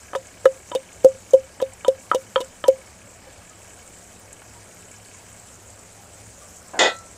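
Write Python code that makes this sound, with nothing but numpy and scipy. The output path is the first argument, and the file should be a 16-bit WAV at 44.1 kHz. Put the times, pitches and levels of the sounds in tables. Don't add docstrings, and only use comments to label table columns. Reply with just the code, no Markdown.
import sys
import numpy as np
from scipy import signal
from scipy.io import wavfile
from scipy.ndimage import uniform_filter1d, minimum_filter1d

SR = 44100
rng = np.random.default_rng(int(sys.argv[2]) if len(sys.argv) > 2 else 0)


def dump_mix(stems):
    frames = np.atleast_2d(stems).T
    limited = np.clip(frames, -1, 1)
    pcm = np.round(limited * 32767).astype(np.int16)
    wavfile.write(sys.argv[1], SR, pcm)


def level_to_linear(level):
    exponent = np.asarray(level, float) / 20
    return 10 ** exponent


N = 316197

# (time [s], boom [dB], build-up [ms], crushed spice [dB], grit [dB])
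LANDINGS = [(0.1528, -18, 1.2, -30, -42.5), (.158, -17, 4.5, -31.5, -43.5), (.4440, -32, 1.9, -62, -61),
            (0.4543, 2.5, 5, -19, -33.5), (0.7502, -14, 3.6, -36, -32.5), (.7562, -18.5, 0.82, -24, -57.5),
            (1.0405, -16, 4.9, -42, -44), (1.0463, 3.5, 2.2, -34, -28), (1.0540, -5.5, 2.1, -62, -57),
            (1.3336, 5, 7.9, -36, -37.5), (1.3430, -13, 1.3, -54, -45), (1.616, -6.5, 13, -32, -38.5),
            (1.624, -15.5, 0.83, -26, -50), (1.8808, -1.5, 4.1, -22, -33), (2.147, -12.5, 1.4, -24.5, -31),
            (2.155, -13, 5.4, -27, -54), (2.36, -6.5, 5.8, -50, -56), (2.4045, -21, 0.89, -28, -38.5),
            (2.411, -15.5, 9.5, -24, -42), (2.6808, 3.5, 6.8, -29, -29), (3.268, -34.5, 6.7, -62, -65)]
# (pitch [Hz], level [dB], t60 [s])
HOLLOW = [
    (515.4, -1, 0.057),
    (528.6, -5.5, 0.12),
    (335, -19.5, 0.031),
    (477, -14, 0.061),
]
# (pitch [Hz], level [dB], t60 [s])
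CRUSH = [(2957, -10.5, 0.047), (3355, -3, 0.011), (3674, -5, 0.032), (4200, -15, 0.0036)]
CRUSH_S = .00477


def landings():
    t = np.arange(SR // 4) / SR
    boom, crush, grit = np.zeros((3, N))
    fading = np.exp(-t / CRUSH_S)
    for s, boom_db, build_ms, crush_db, grit_db in LANDINGS:
        swell = (1 - np.exp(-t * 1600 / build_ms)) ** 2
        for hz, level_db, t60 in HOLLOW:
            decay = level_to_linear(boom_db + 2 + level_db - 60 * t / t60)
            add(boom, s, decay * swell * np.sin(2 * np.pi * hz * t))
        add(crush, s, level_to_linear(crush_db - 21) * fading)
        add(grit, s, level_to_linear(grit_db + 13.5) * fading)
    grains_db = 3.7 * np.minimum(rng.exponential(1, (2, N)), 4) - 6.5
    cracks = rng.standard_normal((2, N)) * level_to_linear(grains_db)
    crush = sum(level_to_linear(db) * ring(crush * cracks[0], hz, t60) for hz, db, t60 in CRUSH)
    grit = bandpass(grit * cracks[1], 5200, 8200, order=1)
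    return boom, crush + grit


# (time [s], low knock [dB], clack [dB], rim [dB], shaft [dB])
GRAZES = [
    (0.133, -25, -22.5, -28, -41),
    (.716, -21.5, -27.5, -30, -32),
    (1.601, -26, -29, -29, -38),
    (1.847, -25, -19, -37, -25),
    (2.1146, -18.5, -11, -18, -29.5),
    (2.3588, -25, -9.5, -14.5, -17),
    (2.64, -21, -20, -23, -23),
]
# (time [s], low knock [dB], wall ring [dB], clack [dB], rim [dB])
TAPS = [
    (0.1506, -19.5, -28, -14.5, -19.5),
    (0.4558, -15, -25, -14.5, -11.5),
    (0.7504, -16.5, -46, -40, -42),
    (1.0462, -7.5, -50, -23.5, -32),
    (1.336, -30, -33.5, -43, -33),
    (1.8805, -17.5, -41, -40, -38),
    (2.1468, -16.5, -36, -35, -38),
    (2.4041, -22, -38, -38, -40),
    (2.682, -17, -35, -41, -43),
]
TAP_SHAFT_DB = -33.5
WALL_DB, WALL_FOLLOWS_KNOCK, WALL_FOLLOWS_CLACK, MEAN_DB = -25.5, 0.84, 0.25, -20.5


def touches():
    rows = [(*tap, TAP_SHAFT_DB) for tap in TAPS]
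    for s, knock_db, clack_db, rim_db, shaft_db in GRAZES:
        from_knock = WALL_FOLLOWS_KNOCK * (knock_db - MEAN_DB)
        from_clack = WALL_FOLLOWS_CLACK * (clack_db - MEAN_DB)
        rows.append((s, knock_db, WALL_DB + from_knock + from_clack, clack_db, rim_db, shaft_db))
    return sorted(rows)


# (pitch [Hz], level [dB], t60 [s])
KNOCK = [(349, -8, 0.027), (570, 1, 0.03), (719, -6.5, 0.031)]
WALL = [(982, 0, 0.14), (935, -7, 0.05)]
CLACK = [(1262, -1, .022), (1130, -9, .016), (1390, -13, .016)]
RIM = [(1665, -6, 0.018), (1930, -17, 0.02), (1480, -14, 0.016)]
SHAFT = [(3036, -6, 0.036), (3170, -0.5, 0.018), (3550, -9, 0.028), (4400, -18.5, 0.032),
         (2345, -13.5, .026)]
SWELLS_S = [.0008, .022, .0008, .001, .0008]
DETUNE_PER_DB = .0025
PRESSED_S, CHOKE_S = .012, .006


def grazes():
    out, t = np.zeros(N), np.arange(SR // 5) / SR
    lands, taps = np.array(LANDINGS)[:, 0], np.array(TAPS)[:, 0]
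    rows = touches()
    chatter = .22 * np.exp(-t / .002) * (rng.random((len(rows), len(t))) < .05)
    chatter[:, 0] = 1
    spreads_db = rng.normal(0, 2.8, (len(rows), 5, 5))
    groups = [KNOCK, WALL, CLACK, RIM, SHAFT]
    for (s, *levels_db), slips, spread_db in zip(rows, chatter, spreads_db):
        sound = np.zeros(len(t))
        for group_db, modes, swell_s, extras_db in zip(levels_db, groups, SWELLS_S, spread_db):
            swell = 1 - np.exp(-t / swell_s)
            for (hz, db, t60), extra_db in zip(modes, extras_db):
                mode = ring(slips, hz * (1 + DETUNE_PER_DB * extra_db), t60) * swell
                sound += level_to_linear(group_db + db + extra_db) * peak_one(mode)
        sound += yard(sound, strength_db=-3)
        free_s = PRESSED_S if s in taps else lands[lands > s + PRESSED_S][0] - s
        add(out, s, sound * np.exp(-np.maximum(t - free_s, 0) / CHOKE_S))
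    return bandpass(out, 280, 5500, order=2)


# (delay [s], level [dB])
YARD = [(.0085, -15), (.0135, -19), (.0195, -12), (.027, -22), (.034, -26)]


def yard(x, strength_db):
    dull, out = signal.lfilter([.3], [1, -.7], x), np.zeros(len(x))
    for lag_s, level_db in YARD:
        add(out, lag_s, level_to_linear(level_db + strength_db) * dull)
    return out


DRAG_S, DRAG_DB, DRAG_ATTACK_S = 6.733, -34, .006
SLAM_S, SLAM_DB, SLAM_ATTACK_S = 6.7905, -13, .002
BLOW_DB, BLOW_S = 6.5, .0038
RATTLE_S, RATTLE_DB_PER_S, SETTLE_DB_PER_S = .083, 67, 330
SHUDDER_DB, SHUDDER_S, STOP_S = -41, .16, .025
SILENT_DB = -76


def door_forces():
    drag = [(DRAG_S - DRAG_ATTACK_S, SILENT_DB), (DRAG_S, DRAG_DB),
            (SLAM_S, DRAG_DB), (SLAM_S + STOP_S, SILENT_DB)]
    after_s = np.arange(N) / SR - SLAM_S
    free_db = RATTLE_DB_PER_S * np.clip(after_s, 0, RATTLE_S)
    settling_db = SETTLE_DB_PER_S * np.maximum(after_s - RATTLE_S, 0)
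    hit_db = np.interp(after_s, [-SLAM_ATTACK_S, 0, BLOW_S], [SILENT_DB, BLOW_DB, 0])
    shudder_db = np.interp(after_s, [-SLAM_ATTACK_S, 0, SHUDDER_S, SHUDDER_S + STOP_S],
                           [SILENT_DB, SHUDDER_DB, SHUDDER_DB, SILENT_DB])
    return in_time(drag)[0], np.maximum(SLAM_DB - free_db - settling_db + hit_db, shudder_db)


def sheet(force, spectrum, count, t60, dulling):
    pitches = np.geomspace(spectrum[0][0], spectrum[-1][0], count) * (1 + rng.normal(0, .013, count))
    out = 0
    for hz in pitches:
        shake = force * dulling ** (hz / 1000) * rng.choice([-1, 1], len(force))
        level = level_to_linear(at_hz(spectrum, hz) + rng.normal(0, 2.8)) * hz ** .75
        out = out + level * ring(shake, hz, t60 * (1000 / hz) ** .086)
    return out


# (pitch [Hz], level [dB per Hz])
DRAG_TONE = [(88, -40), (150, -5), (444, 0), (748, 2.5), (1370, -19), (1530, -1), (1800, -20), (4000, -40),
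             (5200, -65), (8800, -120)]
# (pitch [Hz], level [dB per Hz])
SHEET = [(110, -56), (190, -23), (530, -1), (796, -6), (1280, -16.5), (1430, -11), (1640, -21), (1960, -3),
         (2140, -23.5), (3510, -9), (3910, -24), (4920, -18), (5660, -24.5), (7250, -16.5), (13000, -65)]
# (pitch [Hz], late level [dB], t60 [s])
DOOR_RING = [(1335, -42, .45), (1534, -54, .15), (1798, -60, .12), (1917, -61, .11), (1960, -52, .2),
             (2026, -62, .11), (2500, -58, .16), (3392, -62, .11), (3650, -64, .11), (3850, -59, .2),
             (4089, -55, .33), (4150, -63, .18), (4430, -64, .14)]
THROB_DB, THROBS_PER_S = 1.5, 70


def door():
    first = round(6.7 * SR)
    late = slice(round(.23 * SR), round(.29 * SR))
    rattle = rng.standard_normal(N - first) * level_to_linear(2 * np.minimum(rng.exponential(1, N - first), 4))
    rattle = rms_one(rattle * level_to_linear(THROB_DB * drift(THROBS_PER_S)[first:]))
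    dulling = level_to_linear(-15 * np.maximum(np.arange(first, N) / SR - SLAM_S, 0))
    drag, slam = [rattle * level_to_linear(force_db[first:]) for force_db in door_forces()]
    body = 0
    for force, spectrum, count in [(drag, DRAG_TONE, 40), (slam, SHEET, 220)]:
        modes = sheet(force, spectrum, count, t60=.072, dulling=dulling)
        body = body + modes * np.std(force) / np.std(modes)
    for hz, db, t60 in DOOR_RING:
        part = ring(slam * rng.choice([-1, 1], len(slam)), hz, t60)
        body = body + level_to_linear(db) * part / np.std(part[late])
    return np.pad(bandpass(body, 215, 9500, order=3), (first, 0))


# (pitch [Hz], level [dB per Hz])
SIZZLE = [(2000, -36), (3400, -39), (3690, -18), (3960, -21.5), (5520, 1), (7590, 9), (11200, -9),
          (14600, -10.5), (15600, -16)]
# (time [s], level [dB])
FRYING = [(0.0, -50.5), (0.32, -49.5), (1.2, -50.5), (1.64, -52), (2.21, -50), (3.3, -52.5), (3.85, -49.5),
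          (4.35, -51), (6.09, -50), (6.45, -48.5), (6.75, -49.5), (7.17, -51)]


def sizzle():
    sizes = level_to_linear(4 * np.minimum(rng.exponential(1, (2, N)), 4)) * rng.choice([-1, 1], (2, N))
    bursts = sizes * (rng.random((2, N)) < 1500 * level_to_linear(2.5 * drift(9)) / SR)
    raw = rms_one(bursts) + rng.standard_normal((2, N))
    spectrum = SIZZLE + [(16500, SIZZLE[-1][1])]
    return level_to_linear(in_time(FRYING)[0] + .3) * banded_noise(spectrum, raw, count=18, patchy_db=2.17, rate=18)


# (time [s], peak [dB], pitch [Hz])
SPITS = [(0.269, -33, 7000), (0.5217, -33.5, 6800), (0.697, -33.5, 6600), (0.929, -34.5, 7450),
         (1.0854, -36, 7200), (1.308, -28.5, 7000), (1.3972, -36, 6500), (1.734, -32, 8160),
         (1.9957, -37.5, 6840), (2.445, -32.5, 7040), (3.496, -36, 7040), (3.876, -36, 7750),
         (4.3283, -28, 7580), (4.914, -33, 7550), (4.9631, -38.5, 6200), (5.3278, -33, 7650),
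         (5.7009, -36, 7740), (5.791, -35, 7500), (6.567, -35, 7610), (6.6813, -33.5, 7600),
         (6.964, -31.5, 6800), (6.987, -31, 7500)]
SPIT_SPREAD = 1.107


def spits():
    return puffs([(*spit, SPIT_SPREAD) for spit in SPITS])


# (time [s], peak [dB], pitch [Hz], spread [ratio])
SNAPS = [
    (4.196, -42, 14800, 1.1),
    (4.418, -36.5, 800, 2.4),
    (4.746, -44, 12100, 1.06),
    (5.048, -47, 11000, 1),
    (5.048, -47, 4400, 1.07),
    (4.328, -38, 10700, 1.1),
    (2.1, -43, 4200, 1.15),
]


def snaps():
    return puffs(SNAPS)


# (pitch [Hz], level [dB per Hz])
FLAME = [(12, -85), (20, -2), (43, -23.5), (54, -3.5), (106, -0.5), (143, -20.5), (175, -4), (266, -8),
         (442, -9), (597, -2.5), (718, -9.5), (1040, -12), (1650, -13.5), (3700, -21.5), (5000, -20),
         (6500, -62), (11000, -120)]
FLAME_DB = -49.5


def flames():
    white = rng.standard_normal((2, N))
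    return level_to_linear(FLAME_DB) * banded_noise(FLAME, white, count=28, patchy_db=1.8, rate=12.6)


# (pitch [Hz], width [Hz], level [dB])
ENGINE = [(65, 11, -61.5), (103.6, 6, -57.5), (173.9, 6.7, -63)]
# (pitch [Hz], width [Hz], level [dB])
CHUG = [(1650, 48, -6.5), (2240, 96, -5), (2580, 470, -5), (3034, 61, -9)]
# (time [s], level [dB])
CHUG_LEVEL = [(0, -55.5), (1.5, -57.5), (3, -57.5), (4.2, -59), (5, -57.5), (5.8, -64), (7.17, -64)]
CYLINDERS_DB = [-3.5, -3.5, -4]
CHUGS_PER_S = 11.6


def engine():
    firings = np.cumsum(3 * CHUGS_PER_S * (1 + .002 * drift(1.5))) / SR + 1.15
    strength_db = np.array(CYLINDERS_DB)[firings.astype(int) % 3] + 2.3 * drift(17)
    exhaust = np.exp(-3.5 * (firings % 1)) * level_to_linear(strength_db)
    hum, pipe = 0, 0
    for hz, width_hz, db in ENGINE:
        hum = hum + level_to_linear(db) * rms_one(ring(rng.standard_normal(N), hz, 3.1 / width_hz))
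    for hz, width_hz, db in CHUG:
        pipe = pipe + level_to_linear(db) * rms_one(ring(exhaust * rng.standard_normal(N), hz, 3.1 / width_hz))
    return hum + level_to_linear(in_time(CHUG_LEVEL)[0]) * bandpass(pipe, 1300, 3600, order=2)


# (time [s], level [dB], pitch [Hz], t60 [s])
CLINKS = [
    (.248, -31, 1650, 0.049),
    (3.501, -44, 1270, 0.18),
    (4.55, -41.5, 944, 0.18),
    (5.95, -53, 804, 1),
    (6.411, -43.5, 1173, 0.21),
    (6.569, -53, 1150, .2),
]


def clinks():
    out, t = np.zeros(N), np.arange(SR // 3) / SR
    for s, db, hz, t60 in CLINKS:
        attack = 1 - np.exp(-t / .012)
        add(out, s, level_to_linear(db - 60 * t / t60) * attack * np.sin(2 * np.pi * hz * t))
    return out


def puffs(rows):
    out, t = np.zeros(N), np.arange(600) / SR
    for s, peak_db, hz, ratio in rows:
        ratio = max(ratio, 1.05)
        burst = rng.standard_normal(600) * np.exp(-t / .0045)
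        add(out, s, level_to_linear(peak_db) * peak_one(bandpass(burst, hz / ratio, min(hz * ratio, 19000), order=2)))
    return out


def banded_noise(spectrum, white, count, patchy_db, rate):
    out, together = 0, drift(1.7)
    edges = np.geomspace(spectrum[0][0], spectrum[-1][0], count + 1)
    for k, (low, high) in enumerate(zip(edges, edges[1:])):
        level_db = at_hz(spectrum, np.sqrt(low * high))
        flicker_db = patchy_db * (.06 * together + drift(rate))
        out = out + bandpass(white[k % 2], low, high, order=2) * level_to_linear(level_db + flicker_db)
    return rms_one(out)


def ring(force, hz, t60):
    r, w = level_to_linear(-60 / (t60 * SR)), 2 * np.pi * hz / SR
    return signal.lfilter([0, np.sin(w)], [1, -2 * r * np.cos(w), r * r], force + 1e-18)


def drift(rate):
    r = np.exp(-80 * np.pi * rate / SR)
    slow = signal.lfilter([1], [1, -2 * r, r * r], rng.standard_normal(N // 40 + 2002))[2000:]
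    return np.interp(np.arange(N) / 40, np.arange(len(slow)), rms_one(slow))


def bandpass(x, low_hz, high_hz, order):
    return signal.sosfilt(signal.butter(order, [low_hz, high_hz], "band", fs=SR, output="sos"), x)


def at_hz(points, hz):
    return np.interp(np.log(hz), np.log(np.array(points)[:, 0]), np.array(points)[:, 1])


def in_time(rows):
    s, *columns = np.transpose(rows)
    return [np.interp(np.arange(N) / SR, s, c) for c in columns]


def add(track, s, sound):
    i = round(s * SR)
    track[i:i + len(sound)] += sound[:len(track) - i]


def rms_one(x):
    return x / np.sqrt(np.mean(x ** 2) + 1e-20)


def peak_one(x):
    return x / np.abs(x).max()


FAR_WALL_S, FAR_WALL_DB = .102, -41.5


def scene():
    boom, spice = landings()
    mortar = boom + spice + yard(spice, strength_db=-23) + grazes()
    add(mortar, FAR_WALL_S, level_to_linear(FAR_WALL_DB) * mortar.copy())
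    pot = sizzle() + spits()
    fire = flames() + snaps()
    return (mortar + door() + pot + fire + engine() + clinks())[None]


def low_pass(x):
    return signal.sosfilt(signal.butter(12, 15940, fs=SR, output="sos"), x)


LIMIT_DB, CUTOFF_HZ = -.15, 16080


def record(dry):
    gain = minimum_filter1d(np.minimum(1, level_to_linear(LIMIT_DB) / (np.abs(dry) + 1e-9)), size=121)
    held = dry * uniform_filter1d(gain, size=61)
    mix = signal.sosfilt(signal.cheby2(16, 60, CUTOFF_HZ, fs=SR, output="sos"), held)
    return low_pass(mix)


dry = scene()
out = record(dry)
dump_mix(out)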